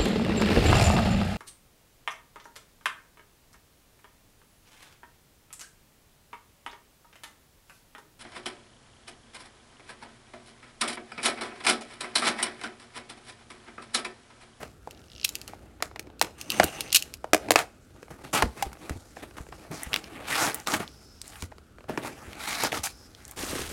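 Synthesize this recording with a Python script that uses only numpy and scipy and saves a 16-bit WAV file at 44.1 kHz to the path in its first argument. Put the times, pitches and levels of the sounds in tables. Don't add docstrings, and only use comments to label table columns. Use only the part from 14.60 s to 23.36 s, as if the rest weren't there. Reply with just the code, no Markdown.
import sys
import numpy as np
from scipy import signal
from scipy.fft import next_fast_len
from scipy.io import wavfile

SR = 44100
rng = np.random.default_rng(int(sys.argv[2]) if len(sys.argv) > 2 else 0)


def wav_out(sig):
    wavfile.write(sys.argv[1], SR, np.round(np.clip(np.atleast_2d(sig).T, -1, 1) * 32767).astype(np.int16))


N = 386316
AGE = np.arange(2 ** 13) / SR
CONTROL_T = np.arange(0, N, 32) / SR


def from_db(db):
    return 10 ** (np.asarray(db) / 20)


def rms_one(x):
    return x / np.sqrt(np.mean(x ** 2) + 1e-20)


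def add(out, start_s, hit, level_db):
    i = int(start_s * SR)
    hit = hit * from_db(level_db) * np.sqrt(.005 * SR / np.sum(hit ** 2))
    out[i:i + len(hit)] += hit[:N - i]


def band(x, low_hz, high_hz, order=2):
    sos = signal.butter(order, [low_hz, min(high_hz, .45 * SR)], "band", fs=SR, output="sos")
    return signal.sosfilt(sos, x)


def colour(x, curve, tilt_db=0):
    size = next_fast_len(len(x))
    octave = np.log2(np.abs(np.fft.fftfreq(size, 1 / SR)) + 1)
    hz, db = np.transpose(curve)
    gain_db = np.interp(octave, np.log2(hz), db) + tilt_db * np.clip(octave, np.log2(1000), None)
    response = np.exp(np.conj(signal.hilbert(np.log(from_db(gain_db)))))
    return np.fft.ifft(np.fft.fft(x, size) * response).real[:len(x)]


def resonate(x, modes):
    return x + sum(from_db(db) * signal.lfilter(*signal.iirpeak(hz, hz / width, fs=SR), x)
                   for hz, width, db in modes)


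def resonate_during(x, span_s, modes):
    t = np.arange(N) / SR
    return np.where((t > span_s[0]) & (t < span_s[1]), rms_one(resonate(x, modes)), rms_one(x))


def burst(length_s, rattle_db):
    envelope = np.exp(-(AGE / length_s) ** 2) + from_db(rattle_db) * np.exp(-AGE / 0.0067)
    return rng.standard_normal(len(AGE)) * envelope


def mode(hz, t60_s):
    return np.sin(2 * np.pi * hz * AGE) * from_db(-60 * AGE / t60_s)


def drift(per_s):
    knots = rng.standard_normal(int(N / SR * per_s) + 2)
    return rms_one(np.interp(np.arange(N) / SR * per_s, np.arange(len(knots)), knots))


def per_sample(control):
    return np.interp(np.arange(N) / SR, CONTROL_T, control)


def stroke(start_s, length_s, swell_db, attack_s, release_s):
    age = np.clip(CONTROL_T - start_s, 0, None)
    attack = 1 - np.exp(-age / attack_s)
    hold = from_db(swell_db * (np.minimum(age / length_s, 1) - .5))
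    release = np.exp(-np.clip(age - length_s, 0, 1) / release_s)
    return attack * hold * release


def pressing(strokes, attack_share, release_s, body_db, hiss_db):
    power = 0
    for start_s, length_s, db, swell_db, bright_db in strokes:
        gains = from_db([db + body_db - bright_db, db, db + hiss_db + bright_db])
        envelope = stroke(start_s, length_s, swell_db, attack_share * length_s, release_s)
        power = power + np.outer(gains, envelope) ** 2
    return power


# freq_hz, gain_db
ROOM_TONE_EQ = [(15, -25.5), (25, -10), (60, 8), (130, -2), (180, -6.5), (249, -4.5), (373, -8.5),
                (988, -24.5), (1400, -13.5), (1890, -27.5), (2610, -26.5), (8830, -38), (12200, -39),
                (16000, -47)]


def room_tone(level_db):
    return from_db(level_db) * rms_one(colour(rng.standard_normal(N), ROOM_TONE_EQ))


# time_s, level_db
BRUSH_RIDE = [(0.0, -63), (0.34, -67), (0.63, -57), (1.56, -78), (2.07, -49), (2.66, -69), (2.9, -56),
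              (3.1, -70.5), (3.73, -58.5), (3.85, -57.5), (5.12, -58), (6.0, -47), (6.24, -58), (6.71, -64),
              (6.93, -70.5), (7.27, -68), (7.46, -55.5), (7.78, -52), (8.05, -41), (8.29, -53.5),
              (8.76, -66)]


def brushing(ceiling_db=-55.5):
    ride_db = np.interp(CONTROL_T, *np.transpose(BRUSH_RIDE))
    contact = 1 / np.hypot(from_db(-ride_db), from_db(-ceiling_db))
    return np.outer(from_db([-0.5, -3.5, -2.5]), contact) ** 2


# start_s, length_s, level_db, swell_db, brightness_db
FINGER_RUBS = [(0.0, 0.034, -43.5, -1, 0), (0.26, 0.13, -62.5, 2, -3), (0.63, 0.31, -58.5, -6, 2),
               (0.87, 0.025, -50, -1, 1), (0.92, 0.26, -65, -4, -6), (1.235, 0.018, -50.5, 0, 3.5),
               (1.3, 0.27, -70, 2, -11), (1.62, 0.048, -42.5, -14, -0.5), (1.68, 0.27, -60, 21, -2.5),
               (2.22, 0.32, -59, -0.5, -1), (2.79, 0.12, -50.5, 8, -6.5), (3.345, .04, -60, -1, -5),
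               (3.503, 0.022, -43.5, -8.5, -1), (3.53, 0.085, -62, 8, -3), (3.635, 0.031, -47, -5, 0),
               (3.86, 0.11, -59, -1, 3), (3.96, 0.1, -46, -0.5, 3), (4.2, 0.14, -50, -9, 1),
               (4.56, 0.049, -52, -5, 0), (4.62, 0.02, -45.5, 1.5, 1.5), (4.765, 0.021, -48, -3, 2),
               (4.918, 0.027, -51.5, 0, -1), (4.96, 0.1, -54.5, 0, 1), (5.108, 0.034, -42.5, -5.5, 0),
               (7.281, 0.041, -43, -0.5, -2.5), (7.34, 0.17, -46, -3, 0)]


def finger_rubs():
    return pressing(FINGER_RUBS, attack_share=.12, release_s=0.028, body_db=3, hiss_db=-7.5)


# freq_hz, gain_db
RUB_EQ = [(59, -57), (100, 8), (160, 0), (295, 1.5), (524, -2), (801, -4), (1010, -8.5), (1130, -3),
          (1680, -5.5), (2320, -7), (3120, -12), (8280, -13), (11200, -15), (15000, -26), (16000, -24.5)]
# freq_hz, width_hz, gain_db
BOX_MODES = [(302, 80, -9.5), (660, 49, -16), (834, 86, -0.5)]
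SHUT_BOX_MODES = [(630, 134, 7)]
KNIFE_MODES = [(2780, 240, 5), (6100, 260, 6), (8700, 380, 3)]
STACK_MODES = [(2300, 380, 2), (3980, 510, 2.5)]


def friction(body_gain, scrape_gain, hiss_gain):
    cutting_s, prising_s, rasping_s = (1.75, 2.3), (2.6, 3.2), (7.8, 8.03)
    slips_per_s = 1800
    slips = (rng.random(N) < slips_per_s / SR) * rng.choice([-1, 1], N)
    slips = slips * from_db(3.5 * np.minimum(rng.exponential(1, N), 4.5))
    grains = (rms_one(slips) + rng.standard_normal(N)) * from_db(1.5 * drift(per_s=130))
    rub = colour(wandering(grains, depth_db=2.5), RUB_EQ)
    rub = resonate(rub, BOX_MODES)
    rub = resonate_during(rub, rasping_s, STACK_MODES)
    body = resonate_during(band(rub, 120, 720, order=3), prising_s, SHUT_BOX_MODES)
    scrape = resonate_during(band(rub, 700, 3500, order=3), cutting_s, KNIFE_MODES)
    hiss = resonate_during(band(rub, 3500, 17000, order=3), cutting_s, KNIFE_MODES)
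    return body_gain * body + scrape_gain * scrape + hiss_gain * hiss


def wandering(x, depth_db):
    edges_hz = np.geomspace(200, 8000, 21)
    return x + sum(band(x, low, high, order=1) * (from_db(depth_db * drift(per_s=26)) - 1)
                   for low, high in zip(edges_hz, edges_hz[1:]))


def bend(hz, t60_s):
    return mode(hz, t60_s) * (1 - np.exp(-(AGE * hz / .9) ** 2))


# pitch_ratio, gain_db, decay_ratio
PANEL_MODES = [(.29, -20, 0.51), (.51, -11.5, 1.1), (.74, -5.5, 0.75), (1, 5, 0.36), (1.17, -3, 0.59),
               (1.55, -16.5, .5)]
# freq_hz, gain_db
CRACK_EQ = [(200, -24), (900, -0.5), (1700, 1.5), (2500, 0), (3300, -6), (4500, -6.5), (7000, -10),
            (11500, -15.5), (16000, -25)]


def snap(panel_db, hz, crack_db, tilt_db, t60_s=0.029):
    swing = 0
    for ratio, db, decay_ratio in PANEL_MODES:
        strike = from_db(db + rng.normal(0, 1.2)) * rng.choice([-1, 1])
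        swing = swing + strike * bend(hz * ratio, t60_s * decay_ratio)
    crack = colour(burst(0.0024, rattle_db=-9), CRACK_EQ, tilt_db)
    panel_gain, crack_gain = from_db([panel_db, crack_db])
    level_db = 20 * np.log10(np.hypot(panel_gain, crack_gain))
    return panel_gain * rms_one(swing) + crack_gain * rms_one(crack), level_db


# start_s, panel_db, pitch_hz, crack_db, tilt_db_per_octave
SNAPS = [(0.03, -34.5, 602, -38.5, -1), (0.2737, -33, 700, -48.5, 0), (0.9342, -37.5, 664, -45.5, -9),
         (1.2242, -28.5, 649, -21.5, 1), (1.3599, -38.5, 886, -38.5, -2.5), (1.3944, -41, 313, -32, 3.5),
         (1.4704, -42, 301, -52, -3.5), (1.6139, -22.5, 685, -13, 1), (1.6239, -32, 623, -25, 4),
         (1.9988, -8, 696, -9, -4.5), (2.033, -23.5, 630, -20.5, 0), (2.0407, -25, 327, -19.5, 9),
         (2.643, -27.5, 653, -35.5, -3.5), (2.7332, -11.5, 592, -10.5, 0.5), (2.7457, -15.5, 592, -16, 2),
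         (2.886, -32.5, 680, -36.5, -4), (2.9069, -11.5, 610, -11.5, 2), (2.918, -23, 619, -19.5, 3.5),
         (2.9579, -13.5, 608, -8.5, -2.5), (2.9896, -26, 623, -23.5, 2.5), (3.429, -40, 397, -45.5, -1.5),
         (3.748, -24.5, 813, -29, 7), (3.823, -19, 729, -15.5, -0.7), (3.8274, -19, 916, -21, -11.5),
         (4.13, -66, 830, -41.5, 1.5), (4.2954, -36, 332, -31, -0.5), (4.5685, -39, 710, -40.5, -9),
         (4.635, -36, 383, -41, -11.5), (4.784, -42, 865, -38, -9.5), (4.888, -44, 398, -51.5, -0.2),
         (4.9247, -48, 1087, -38, -10), (5.1129, -36, 384, -49, 7), (6.0721, -32, 820, -24, 0.5),
         (6.1383, -28, 820, -23, -0.5), (6.203, -29, 326, -37, 0), (6.8229, -53, 330, -33.5, 0.5),
         (6.9222, -44, 835, -47.5, -5.5), (6.9826, -48.5, 394, -49, -1), (7.2954, -30.5, 640, -46.5, 8),
         (7.3, -29, 332, -40, -10), (7.3752, -25, 350, -25.5, -4), (7.4477, -32.5, 770, -44, 0),
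         (8.036, -24, 767, -23.5, 6.5), (8.049, -25, 816, -39, 1.4), (8.128, -30, 780, -30, -5)]


def cardboard():
    out = np.zeros(N)
    for start_s, panel_db, hz, crack_db, tilt_db in SNAPS:
        add(out, start_s, *snap(panel_db, hz, crack_db, tilt_db))
    return out


def notch():
    return resonate(band(burst(0.0008, rattle_db=-16), 2800, 6000, order=3), KNIFE_MODES[:1])


# start_s, level_db
KNIFE_CLICKS = [(0.3092, -43), (0.645, -24.5), (0.648, -16.5), (0.6909, -29.5), (0.7535, -28),
                (0.815, -38.5), (0.8778, -37.4), (1.595, -42.5), (1.813, -33), (1.9021, -21.5),
                (1.9192, -27.5), (2.207, -25), (2.3275, -19), (2.3465, -13), (2.35, -12), (2.358, -12.5),
                (2.3617, -14), (2.3672, -15), (2.4242, -27.5), (2.539, -34)]
# level_db, length_s
CLICK_LENGTHS = [(-26.5, .0016), (-14.5, .003)]
# freq_hz, gain_db
KNIFE_EQ = [(290, -54.5), (500, -48), (1140, -23), (2100, -13.5), (2690, -2.5), (3390, -8), (4150, -4),
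            (5710, -7.5), (7100, -7.5), (8330, -11), (12000, -10.5), (15100, -17.5), (16000, -23)]


def knife_clicks():
    out = np.zeros(N)
    for start_s, db in KNIFE_CLICKS:
        length_s = np.interp(db, *np.transpose(CLICK_LENGTHS))
        click = colour(burst(length_s, rattle_db=-8), KNIFE_EQ)
        add(out, start_s, click + from_db(-8) * resonate(click, KNIFE_MODES[:1]), db)
        add(out, start_s - .005, notch(), db - 23)
    return out


# start_s, end_s, notches_per_s, first_db, last_db
RATCHETS = [(0.324, .45, 42, -57.5, -57), (0.484, 0.585, 60.5, -54, -44), (0.596, 0.64, 57, -46, -37),
            (2.278, 2.327, 66, -47, -36.5)]


def ratchet():
    out = np.zeros(N)
    for start_s, end_s, per_s, first_db, last_db in RATCHETS:
        for tick_s in np.arange(start_s, end_s, 1 / per_s):
            db = np.interp(tick_s, [start_s, end_s], [first_db, last_db])
            add(out, tick_s + rng.normal(0, 0.0032), notch(), db + rng.normal(0, 1.8))
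    return out


# start_s, end_s
GRIPS = [(1.0, 1.6), (3.3, 3.7), (4.1, 5.3), (6.9, 7.4)]


def taps(per_s=7):
    out = np.zeros(N)
    for start_s, end_s in GRIPS:
        for _ in range(round(per_s * (end_s - start_s))):
            force_db = rng.normal(0, 2)
            tap_s = rng.uniform(start_s, end_s)
            hz = rng.uniform(300, 800)
            add(out, tap_s, *snap(force_db - 49.5, hz, crack_db=force_db - 50, tilt_db=-6.5))
    return out


# start_s, length_s, level_db, swell_db, brightness_db
BLADE_CUTS = [(1.78, 0.014, -51.5, 0, 5), (1.9, 0.13, -38.5, 0.1, 0), (2.07, 0.12, -43.5, 2.2, -1.5)]


def blade_cuts():
    return pressing(BLADE_CUTS, attack_share=.05, release_s=0.09, body_db=-2.5, hiss_db=-4.5)


# start_s, level_db, pitch_hz
THUMPS = [(1.999, -24.5, 197.4), (2.038, -27, 81.6), (2.733, -29.5, 204.4), (2.906, -33, 105),
          (3.833, -18, 74.5), (3.852, -21.5, 62), (4.063, -29, 58.2), (4.305, -24, 72),
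          (4.355, -31.5, 86.5), (4.802, -31.5, 62), (5.103, -32.5, 159), (5.266, -33, 62.5),
          (6.146, -33, 100), (6.828, -27, 86), (7.287, -36, 196), (7.675, -34.5, 82), (8.191, -32, 75)]


def thumps():
    out = np.zeros(N)
    for start_s, db, hz in THUMPS:
        note = mode(hz, t60_s=0.11) * (1 - np.exp(-AGE / 0.0044))
        puff = band(burst(0.015, rattle_db=-2.5), 60, 300)
        add(out, start_s, rms_one(note) + from_db(-5) * rms_one(puff), db)
    return out


# start_s, length_s, level_db, swell_db, brightness_db
SLIDES = [(2.962, 0.051, -30.5, -10, -4), (3.728, 0.057, -23, -7.5, -1.5), (3.8, .05, -35.5, -12, -5),
          (5.13, 0.17, -45.5, -9, -0.5), (5.3, 0.076, -40, 2, -5.5), (5.39, 0.3, -48, 3, -8),
          (5.665, 0.15, -31, 3.5, 0.5), (5.795, 0.071, -26.5, -0.5, -0.5), (5.87, 0.032, -28.5, -1, -3),
          (5.91, 0.096, -43, -5, -4), (6.06, 0.094, -31, 5, -2.5), (6.193, 0.018, -33, 3.5, -6),
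          (6.62, 0.224, -52.5, 4, 4), (7.425, 0.047, -41, 6, -1), (7.48, .3, -49.5, 3, -6),
          (7.78, 0.246, -35, 2.5, 1), (8.028, 0.037, -27.5, -4.5, -3), (8.115, 0.063, -31.5, -2, -1.5),
          (8.232, 0.038, -35, -6.5, 8.5), (8.55, 0.18, -57, 7.5, 1)]


def slides():
    return pressing(SLIDES, attack_share=0.15, release_s=0.0179, body_db=-8.5, hiss_db=-4)


def flap(start_s):
    out = np.zeros(N)
    add(out, start_s, bend(hz=796, t60_s=.058), level_db=-20)
    crack = colour(burst(0.0046, rattle_db=0), CRACK_EQ, tilt_db=2.5)
    add(out, start_s, crack, level_db=-25)
    return out


def crease(hz):
    tick = burst(4.3 / hz, rattle_db=-18)
    ring = rms_one(mode(hz * .93, t60_s=.005))
    facet = rms_one(band(tick, hz / 1.58, hz * 1.44)) + from_db(-2.5) * ring
    return facet + from_db(-8) * rms_one(band(tick, 1000, 12000, order=1))


# start_s, level_db, pitch_hz
CRINKLES = [(5.2338, -31, 10100), (5.332, -24, 3080), (5.341, -19, 2880), (5.361, -22.5, 2730),
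            (5.442, -40, 3730), (5.7227, -41, 2240), (5.945, -25, 11000), (6.0003, -42, 7500),
            (6.12, -30.5, 4900), (6.143, -26, 2200), (6.2776, -41, 3640), (6.616, -35, 6260),
            (6.679, -42, 8100), (6.757, -45, 2720), (7.7312, -40, 2090), (7.886, -44, 4020),
            (7.951, -33, 4200), (8.121, -29, 2200), (8.257, -36, 6900), (8.549, -46, 3640),
            (8.652, -42.5, 6500), (8.6798, -45, 9500), (8.712, -40.5, 9100)]
# start_s, end_s
FLEXES = [(5.85, 6.3), (6.6, 6.85), (7.8, 8.28), (8.55, 8.74)]


def foil(hiss_gain, creases_per_s=55):
    loud, small = np.zeros((2, N))
    for start_s, db, hz in CRINKLES:
        add(loud, start_s, crease(hz), db)
    for start_s, end_s in FLEXES:
        length_s = end_s - start_s
        for when, tightness, strength in rng.random((int(creases_per_s * length_s), 3)):
            hz = 1770 * 2 ** (2.48 * tightness)
            over_hiss_db = -5.5 + 9.5 * strength
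            add(small, start_s + when * length_s, crease(hz), over_hiss_db)
    return loud + hiss_gain * small


# start_s, length_s, level_db
CARRIES = [(6.203, .4, -60), (8.275, 0.18, -58)]
# freq_hz, width_hz, gain_db
CARRY_MODES = [(5200, 450, 22)]


def carrying():
    gain = sum(from_db(db) * stroke(start_s, length_s, swell_db=0, attack_s=0.019, release_s=.04)
               for start_s, length_s, db in CARRIES)
    hiss = band(rng.standard_normal(N), 2500, 10900, order=1)
    return per_sample(gain) * rms_one(resonate(hiss, CARRY_MODES))


# delay_s, gain_db
ECHOES = [(.0031, -27.5), (0.0098, -24), (.032, -24.5)]
# low_hz, high_hz, t60_s, gain_db
TAIL_BANDS = [(100, 900, 0.29, -15), (900, 14000, 0.37, -25), (4000, 16000, 0.09, -22)]


def room(x):
    t = np.arange(SR // 2) / SR
    fade_in = 1 - np.exp(-(t / .007) ** 2)
    response = np.zeros(len(t))
    for low_hz, high_hz, t60_s, db in TAIL_BANDS:
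        tail = rng.standard_normal(len(t)) * from_db(-60 * t / t60_s) * fade_in
        response += from_db(db) * band(tail / np.sqrt(np.sum(tail ** 2)), low_hz, high_hz)
    for delay_s, db in ECHOES:
        response[int(delay_s * SR)] += from_db(db)
    return x + signal.fftconvolve(x, response)[:N]


def scene():
    power = brushing() + finger_rubs() + blade_cuts() + slides()
    body_gain, scrape_gain, hiss_gain = [per_sample(gain) for gain in np.sqrt(power)]
    knife = knife_clicks() + ratchet()
    box = cardboard() + flap(start_s=4.0244) + taps()
    hits = knife + box + foil(hiss_gain) + thumps()
    textures = friction(body_gain, scrape_gain, hiss_gain) + carrying()
    return (room(hits + textures) + room_tone(level_db=-54))[None]


def record(dry):
    ceiling, cutoff_hz = .8, 16100
    rounded = ceiling * np.tanh(dry / ceiling)
    return signal.sosfilt(signal.ellip(10, .2, 80, cutoff_hz, fs=SR, output="sos"), rounded)


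dry = scene()
out = record(dry)
wav_out(out)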